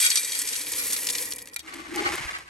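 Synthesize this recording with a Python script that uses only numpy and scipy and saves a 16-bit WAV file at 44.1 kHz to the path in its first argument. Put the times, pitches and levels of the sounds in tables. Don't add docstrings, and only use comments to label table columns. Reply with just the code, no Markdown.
import sys
import numpy as np
from scipy import signal
from scipy.fft import rfft, irfft
from scipy.io import wavfile
from scipy.ndimage import uniform_filter1d

SR = 44100
rng = np.random.default_rng(int(sys.argv[2]) if len(sys.argv) > 2 else 0)


def inscribe(sig):
    pcm = np.round(np.clip(np.atleast_2d(sig).T, -1, 1) * 32767)
    wavfile.write(sys.argv[1], SR, pcm.astype(np.int16))


def voltage_ratio(level):
    return 10 ** (np.asarray(level, float) / 20)


N = 110029
T = np.arange(N) / SR

# freq_hz, density_db_per_hz
SHOP_SPECTRUM = [(32, -49), (58, -1), (110, -9), (220, -13.5), (600, -18), (2300, -22), (9000, -31.5),
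                 (13000, -58)]
# time_s, level_db
SHOP_LEVEL = [
    (0, -69),
    (.5, -69),
    (.85, -55.5),
    (1.7, -57.5),
    (2.1, -50),
    (2.49, -59.5),
]

# time_s, scrape_db, hollow_db, hollow_hz
CUP_DRAG = [(1.62, -56, -50, 318.6), (1.655, -46, -57, 320), (1.76, -42.5, -44.5, 314.6),
            (1.86, -46.5, -49, 325), (1.93, -41, -37, 337.8), (1.945, -37, -31, 339),
            (2.03, -33, -32.5, 355.6), (2.07, -33.5, -40, 345.8), (2.14, -30.5, -38, 348.2),
            (2.17, -34.5, -48.5, 334.8), (2.3, -37.5, -54, 335), (2.4, -44.5, -59.5, 331.8),
            (2.47, -54.5, -72, 341.7)]
# freq_hz, density_db_per_hz
SCRAPE_SPECTRUM = [(200, -35), (500, -17), (1100, -6.5), (2200, 3), (3500, -6), (8500, -13), (11400, -11.5),
                   (12500, -40)]
# freq_hz, width_hz, level_db
CUP_WALLS = [(1210, 210, -16.5), (1630, 380, -16.5), (2140, 68, -17.5), (2280, 320, -16)]
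# time_s, level_db
FLANK_PRESSURE = [
    (1.62, -24),
    (1.93, -19),
    (1.97, -6.5),
    (2.11, -9.5),
    (2.17, -39),
]
FLANK_HZ, FLANK_WIDTH_HZ, HOLLOW_WIDTH_HZ = 830, 26, 42
GRIT_PER_S, GRIT_SCATTER_DB = 5000, 0.5
# start_s, level_db, pitch_hz, t60_s
CUP_BUMPS = [
    (2.205, -28.5, 134, 0.038),
    (2.251, -27, 61.6, 0.083),
]

# freq_hz, width_hz, level_db
BOWL_MODES = [(298.3, 30.4, -2.5), (495, 83, 0), (1005, 175, -4.5), (1906, 100, 1.5), (2360, 84, 1.5)]
# time_s, level_db
BOWL_LEVEL = [(0, -57), (.3, -55), (.75, -51.5), (.9, -48.5), (1.05, -49.5), (1.17, -48), (1.28, -53),
              (1.4, -58), (1.64, -67)]

# time_s, level_db, kernels_per_s
STREAM_FLOW = [(0, -25, 4760), (.05, -27.5, 4930), (.2, -31, 5000), (.3, -32.5, 4900), (.7, -34.5, 4890),
               (.88, -30, 5700), (1, -33.5, 4920), (1.2, -34.5, 5130), (1.27, -35.5, 3400),
               (1.33, -44.5, 1200), (1.4, -50, 480), (1.5, -59.5, 300), (1.64, -63, 240)]
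# start_s, peak_db, loudest_hz
CLUMPS = [(.003, -14.5, 5930), (.012, -18.5, 7950), (.021, -21, 5540), (.027, -16, 4280),
          (0.049, -18, 8000), (0.072, -22, 3500), (0.114, -14, 3300), (0.165, -19, 3480),
          (1.106, -19.5, 6000),
          (0.0634, -13.5, 6200), (0.1029, -12.5, 5900), (0.1573, -11.5, 5600), (0.1731, -12.5, 5340),
                 (0.231, -25, 6000), (0.2485, -19, 5300), (0.2955, -27, 4300), (0.3204, -20.5, 4600),
                 (0.3326, -25, 3400), (0.3502, -21, 4580), (0.3901, -20, 7050), (0.3948, -24, 7140),
                 (0.4176, -19, 6300), (0.475, -19, 5100), (0.4882, -20.5, 6300), (0.5323, -22, 5523),
                 (0.5552, -22, 4700), (0.5621, -20, 6700), (0.6003, -37, 5000), (0.6136, -24, 5100),
                 (0.6675, -23, 3020), (0.6861, -42, 7900),
          (0.7204, -21, 7360), (0.7346, -17.5, 3750), (0.752, -36, 5600), (0.785, -24, 9400),
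               (0.8012, -34, 8400), (0.8427, -49, 6400), (0.8804, -35, 8700), (0.9038, -21, 3900),
               (0.91, -22, 7400), (0.9246, -19, 5200), (0.9315, -17, 7000), (0.9648, -17, 4100),
               (1.0091, -29, 8080), (1.0178, -32, 6200), (1.0443, -31, 7300), (1.0704, -15.5, 5400),
               (1.0885, -15.5, 4050), (1.0997, -15.5, 5200), (1.134, -21.5, 6200), (1.1522, -15.5, 4220),
               (1.1832, -17, 4166), (1.2238, -23, 5900), (1.2324, -34, 6700), (1.248, -36, 6960),
               (1.2554, -25.5, 8010)]
# start_s, peak_db, loudest_hz
LONE_KERNELS = [(1.3139, -30, 7500), (1.3229, -21.5, 3650), (1.335, -32, 7200), (1.3492, -42, 8560),
                (1.3655, -40, 8000), (1.3762, -49, 5300), (1.3873, -30, 3600), (1.393, -38, 6760),
                (1.3993, -45, 4800), (1.4239, -34.5, 8170), (1.457, -43, 6200), (1.4734, -34, 2475),
                (1.4855, -39.5, 6130), (1.4973, -45, 3100), (1.534, -40.5, 4440), (1.543, -41, 9160),
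                (1.5619, -21.5, 3170), (1.5863, -50, 3770), (1.593, -34, 4900), (1.6019, -34.5, 3500),
                (1.307, -34, 9000), (1.361, -37, 9000), (1.3838, -33, 9000), (1.404, -44, 5000),
                 (1.418, -37.5, 5950), (1.322, -24, 4400), (1.5618, -37.5, 2460), (1.5617, -31.5, 7950),
                 (1.5627, -21.5, 1000), (2.156, -38, 11500), (2.385, -48, 10000), (1.606, -53, 4500),
                 (1.569, -40, 2420), (1.741, -37, 5030), (1.803, -38, 2500), (1.8946, -45, 5000),
                 (1.939, -40, 4000), (1.96, -33.5, 7460), (2.479, -52, 2820)]
CLUMP_SPREAD_S, CLUMP_DB, LONE_SPREAD_S, LONE_DB = 0.0042, 1, 0.0012, 11.5

# freq_hz, density_db_per_hz
TICK_SPECTRUM = [(300, -42), (800, -19), (2000, -3), (3000, -5.5), (8500, 0.5), (11000, 9), (12400, -4.5),
                 (14500, -15)]
# time_s, level_db
GLINT_LEVEL = [(0, -7), (.6, -6), (.8, 5.5), (1.3, 6.5)]
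GLINT_HZ = 13000
FOCUS_DB, FOCUS_FLOOR_DB = 9, 14
TICK_CYCLES, SCATTER_DB, COLOUR_DB = 12, 2.5, 2
# freq_hz, level_db, t60_s
STEEL_MODES = [(1470, -4.5, 0.18), (1952, -0.5, 0.1), (2365, 5.5, 0.066), (3293, 2.5, .06),
               (3786, 0.5, 0.09), (4400, 2, 0.057), (4700, 2, 0.056), (5700, -3.5, 0.073),
               (6000, 2.5, 0.053), (6670, -6, 0.097), (7650, 4.5, 0.054), (7850, 4, 0.035),
               (8290, 5.5, 0.041), (8520, 8.5, 0.023)]
# time_s, level_db
STEEL_RING = [
    (0, -2),
    (.3, -3.5),
    (1.2, -21.5),
    (1.64, -7.5),
]
TAIL_T60_S, TAIL_DB = 0.02, 1

# freq_hz, level_db
ECHO_SPECTRUM = [(120, -19), (450, -14), (1200, 1), (2200, -2.5), (6000, -8.5), (9000, -7.5), (10300, -47),
                 (16000, -11)]
# freq_hz, phase_rad
PORT_LEAD = [(700, 0.3), (1150, -0.26), (1450, -1.97), (2000, 0.18), (2800, 0.26), (5500, 0.92),
             (6500, 0.64), (7600, 0.8), (8300, -0.61),
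             (9000, -.5), (9900, -.94 * np.pi), (10400, -1.06 * np.pi), (11800, -2 * np.pi),
                    (12400, -2 * np.pi), (13100, -3 * np.pi), (14400, -3 * np.pi), (15000, -4 * np.pi)]
# freq_hz, level_db
PORT_BALANCE = [(100, 0.5), (1100, 3), (1800, -1.5), (5000, 3.5), (8300, 0.5)]
ECHO_T60_S, CUP_ECHO_DB, CUP_LEAD_RAD = 0.039, 4.5, 0.9
TOP_HZ = 15750


def level(x, db):
    return x * voltage_ratio(db) / np.sqrt(np.mean(x ** 2))


def curve(table, column=1, times=T):
    rows = np.array(table)
    return np.interp(times, rows[:, 0], rows[:, column])


def along(table, hz):
    rows = np.array(table)
    return np.interp(np.log(np.maximum(hz, 1)), np.log(rows[:, 0]), rows[:, 1])


def colour(x, table):
    hz = np.fft.rfftfreq(N, 1 / SR)
    return irfft(rfft(x) * voltage_ratio(along(table, hz)), N)


def ring(x, hz, t60_s):
    pole = np.exp(2j * np.pi * hz / SR - np.log(1000) / (t60_s * SR))
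    return signal.lfilter([1], [1, -pole], x).imag * np.sqrt(1 - abs(pole) ** 2)


def band(x, hz, width_hz):
    return ring(x, hz, np.log(1000) / (np.pi * width_hz))


def train(times, sizes):
    index = np.clip((times * SR).astype(int), 0, N - 1)
    return np.bincount(index, sizes, N)


def walk(rate_hz):
    hold = int(SR / rate_hz)
    steps = np.repeat(rng.standard_normal(N // hold + 1), hold)
    return 1.3 * uniform_filter1d(uniform_filter1d(steps, hold), hold)[:N]


def heavy_tail():
    return np.minimum(rng.exponential(size=N), 4)


def grit(per_s, scatter_db):
    hit = rng.random(N) < per_s / SR
    return hit * rng.standard_normal(N) * voltage_ratio(scatter_db * heavy_tail())


def shop():
    noise = level(colour(rng.standard_normal(N), SHOP_SPECTRUM), 0)
    return noise * voltage_ratio(curve(SHOP_LEVEL) + 2.1 * walk(5.56))


def cup_walls(rub):
    walls = level(colour(rub, SCRAPE_SPECTRUM), 0.43)
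    for hz, width_hz, db in CUP_WALLS:
        walls = walls + level(band(rub, hz, width_hz), db)
    flank = level(band(rub, FLANK_HZ, FLANK_WIDTH_HZ), 0)
    return walls + flank * voltage_ratio(curve(FLANK_PRESSURE))


def cup_hollow():
    push = grit(1200, 2.9) + 1j * grit(1200, 2.0)
    slow = signal.lfilter([1], [1, -np.exp(-np.pi * HOLLOW_WIDTH_HZ / SR)], push)
    smooth = uniform_filter1d(slow.real, size=201) + 1j * uniform_filter1d(slow.imag, size=201)
    phase = 2 * np.pi * np.cumsum(curve(CUP_DRAG, column=3)) / SR
    return level((smooth * np.exp(1j * phase)).real, 0)


def cup_bump(start_s, db, hz, t60_s):
    u = np.maximum(T - start_s, 0)
    swell = 1 - np.exp(-u * hz * 3.8)
    return voltage_ratio(db) * np.sin(2 * np.pi * hz * u) * swell * np.exp(-np.log(1000) * u / t60_s)


def cup():
    rub = grit(GRIT_PER_S, GRIT_SCATTER_DB) * voltage_ratio(0.73 * walk(70))
    scrape = cup_walls(rub) * voltage_ratio(curve(CUP_DRAG))
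    hollow = cup_hollow() * voltage_ratio(curve(CUP_DRAG, column=2))
    fade_in = np.clip((T - CUP_DRAG[0][0]) / 0.013, 0, 1)
    return (scrape + hollow) * fade_in + sum(cup_bump(*row) for row in CUP_BUMPS)


def bowl():
    push = grit(1500, 2.3) * voltage_ratio(0.8 * walk(10.7))
    hum = 0
    for hz, width_hz, db in BOWL_MODES:
        mode = band(band(push, hz, 1.59 * width_hz), hz, 1.58 * width_hz)
        hum = hum + voltage_ratio(db) * mode * np.sqrt(width_hz)
    fade_out = np.clip((BOWL_LEVEL[-1][0] - T) / 0.026, 0, 1)
    return level(hum, 5.86) * voltage_ratio(curve(BOWL_LEVEL)) * fade_out


def stream():
    per_s = np.maximum(curve(STREAM_FLOW, column=2), 50)
    surge = voltage_ratio(3 * walk(60))
    scatter_db = SCATTER_DB * heavy_tail()
    lands = rng.random(N) < per_s * surge / SR * (T < STREAM_FLOW[-1][0])
    db = curve(STREAM_FLOW) + scatter_db - 10 * np.log10(per_s / SR) - 14
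    return T[lands], db[lands], 0 * T[lands]


def strikes(table, spread_s, db, count):
    rows = np.array(table)
    order = (np.arange(count) + rng.random((len(rows), count))) / count
    late = order ** 2 * 3.5 - 0.5
    fall_db = np.where(late < 0, -20, 5) * late - 3.1 * (abs(late) < 0.1)
    times = rows[:, :1] + spread_s * late
    return times.ravel(), (rows[:, 1:2] + db - fall_db).ravel(), np.repeat(rows[:, 2], count)


def focus_loss_db(hz, loudest_hz):
    octaves = np.log2(hz / np.maximum(loudest_hz, 1))
    return (loudest_hz > 0) * np.minimum(FOCUS_DB * octaves ** 2, FOCUS_FLOOR_DB)


def kernel_ticks(times, db, loudest_hz):
    ticks = 0
    fade = np.exp(-2 * np.log(1000) / (TAIL_T60_S * SR))
    for hz in 700 * 2 ** np.arange(0, 4.6, 1 / 3):
        sign, own_colour = rng.standard_normal((2, len(times)))
        glint_db = (hz > GLINT_HZ) * curve(GLINT_LEVEL, times=times)
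        size = voltage_ratio(db + COLOUR_DB * own_colour - focus_loss_db(hz, loudest_hz) + glint_db)
        power = signal.lfilter([1 - fade], [1, -fade], train(times, size ** 2))
        hiss = np.sqrt(power + 1e-18) * rng.standard_normal(N)
        push = train(times, np.sign(sign) * size) + voltage_ratio(TAIL_DB) * hiss
        ticks = ticks + ring(push, hz, TICK_CYCLES / hz) * np.sqrt(hz / 5000)
    return colour(ticks, TICK_SPECTRUM)


def steel_wall(times, db, loudest_hz):
    wall = 0
    steel_db = curve(STEEL_RING, times=times)
    for hz, mode_db, t60_s in STEEL_MODES:
        gain = voltage_ratio(db + steel_db + mode_db - focus_loss_db(hz, loudest_hz))
        wall = wall + ring(train(times, rng.standard_normal(len(times)) * gain), hz, t60_s)
    return signal.sosfilt(signal.butter(3, 1200, "high", fs=SR, output="sos"), wall)


def kernels():
    clumps = strikes(CLUMPS, CLUMP_SPREAD_S, CLUMP_DB, count=24)
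    lone = strikes(LONE_KERNELS, LONE_SPREAD_S, LONE_DB, count=4)
    hits = [np.concatenate(part) for part in zip(clumps, lone, stream())]
    return kernel_ticks(*hits) + steel_wall(*hits)


def ports(x, echo_db, lead_rad):
    hz = np.fft.rfftfreq(N, 1 / SR)
    phase = along(PORT_LEAD, hz) + lead_rad * np.exp(-hz / 2500)
    half = voltage_ratio(along(PORT_BALANCE, hz) / 2) * np.exp(0.5j * phase)
    tail = rng.standard_normal(N) * np.exp(-np.log(1000) * T / ECHO_T60_S)
    tail = tail / np.sqrt(np.sum(tail ** 2))
    echo = voltage_ratio(along(ECHO_SPECTRUM, hz) + echo_db) * rfft(tail) * rfft(x * walk(39.97))
    direct = rfft(x)
    return irfft(np.array([half * (direct + echo), (direct - echo) / half]), N)


def scene():
    side = ports(cup(), CUP_ECHO_DB, CUP_LEAD_RAD)
    front = ports(shop() + bowl() + kernels(), 0, 0)
    return side + front


def roll_off(x):
    return signal.sosfilt(signal.butter(12, 16000, fs=SR, output="sos"), x)


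def record(dry):
    low_pass = signal.ellip(8, 0.2, 70, TOP_HZ, fs=SR, output="sos")
    mix = signal.sosfilt(low_pass, dry)
    return roll_off(mix)


dry = scene()
out = record(dry)
inscribe(out)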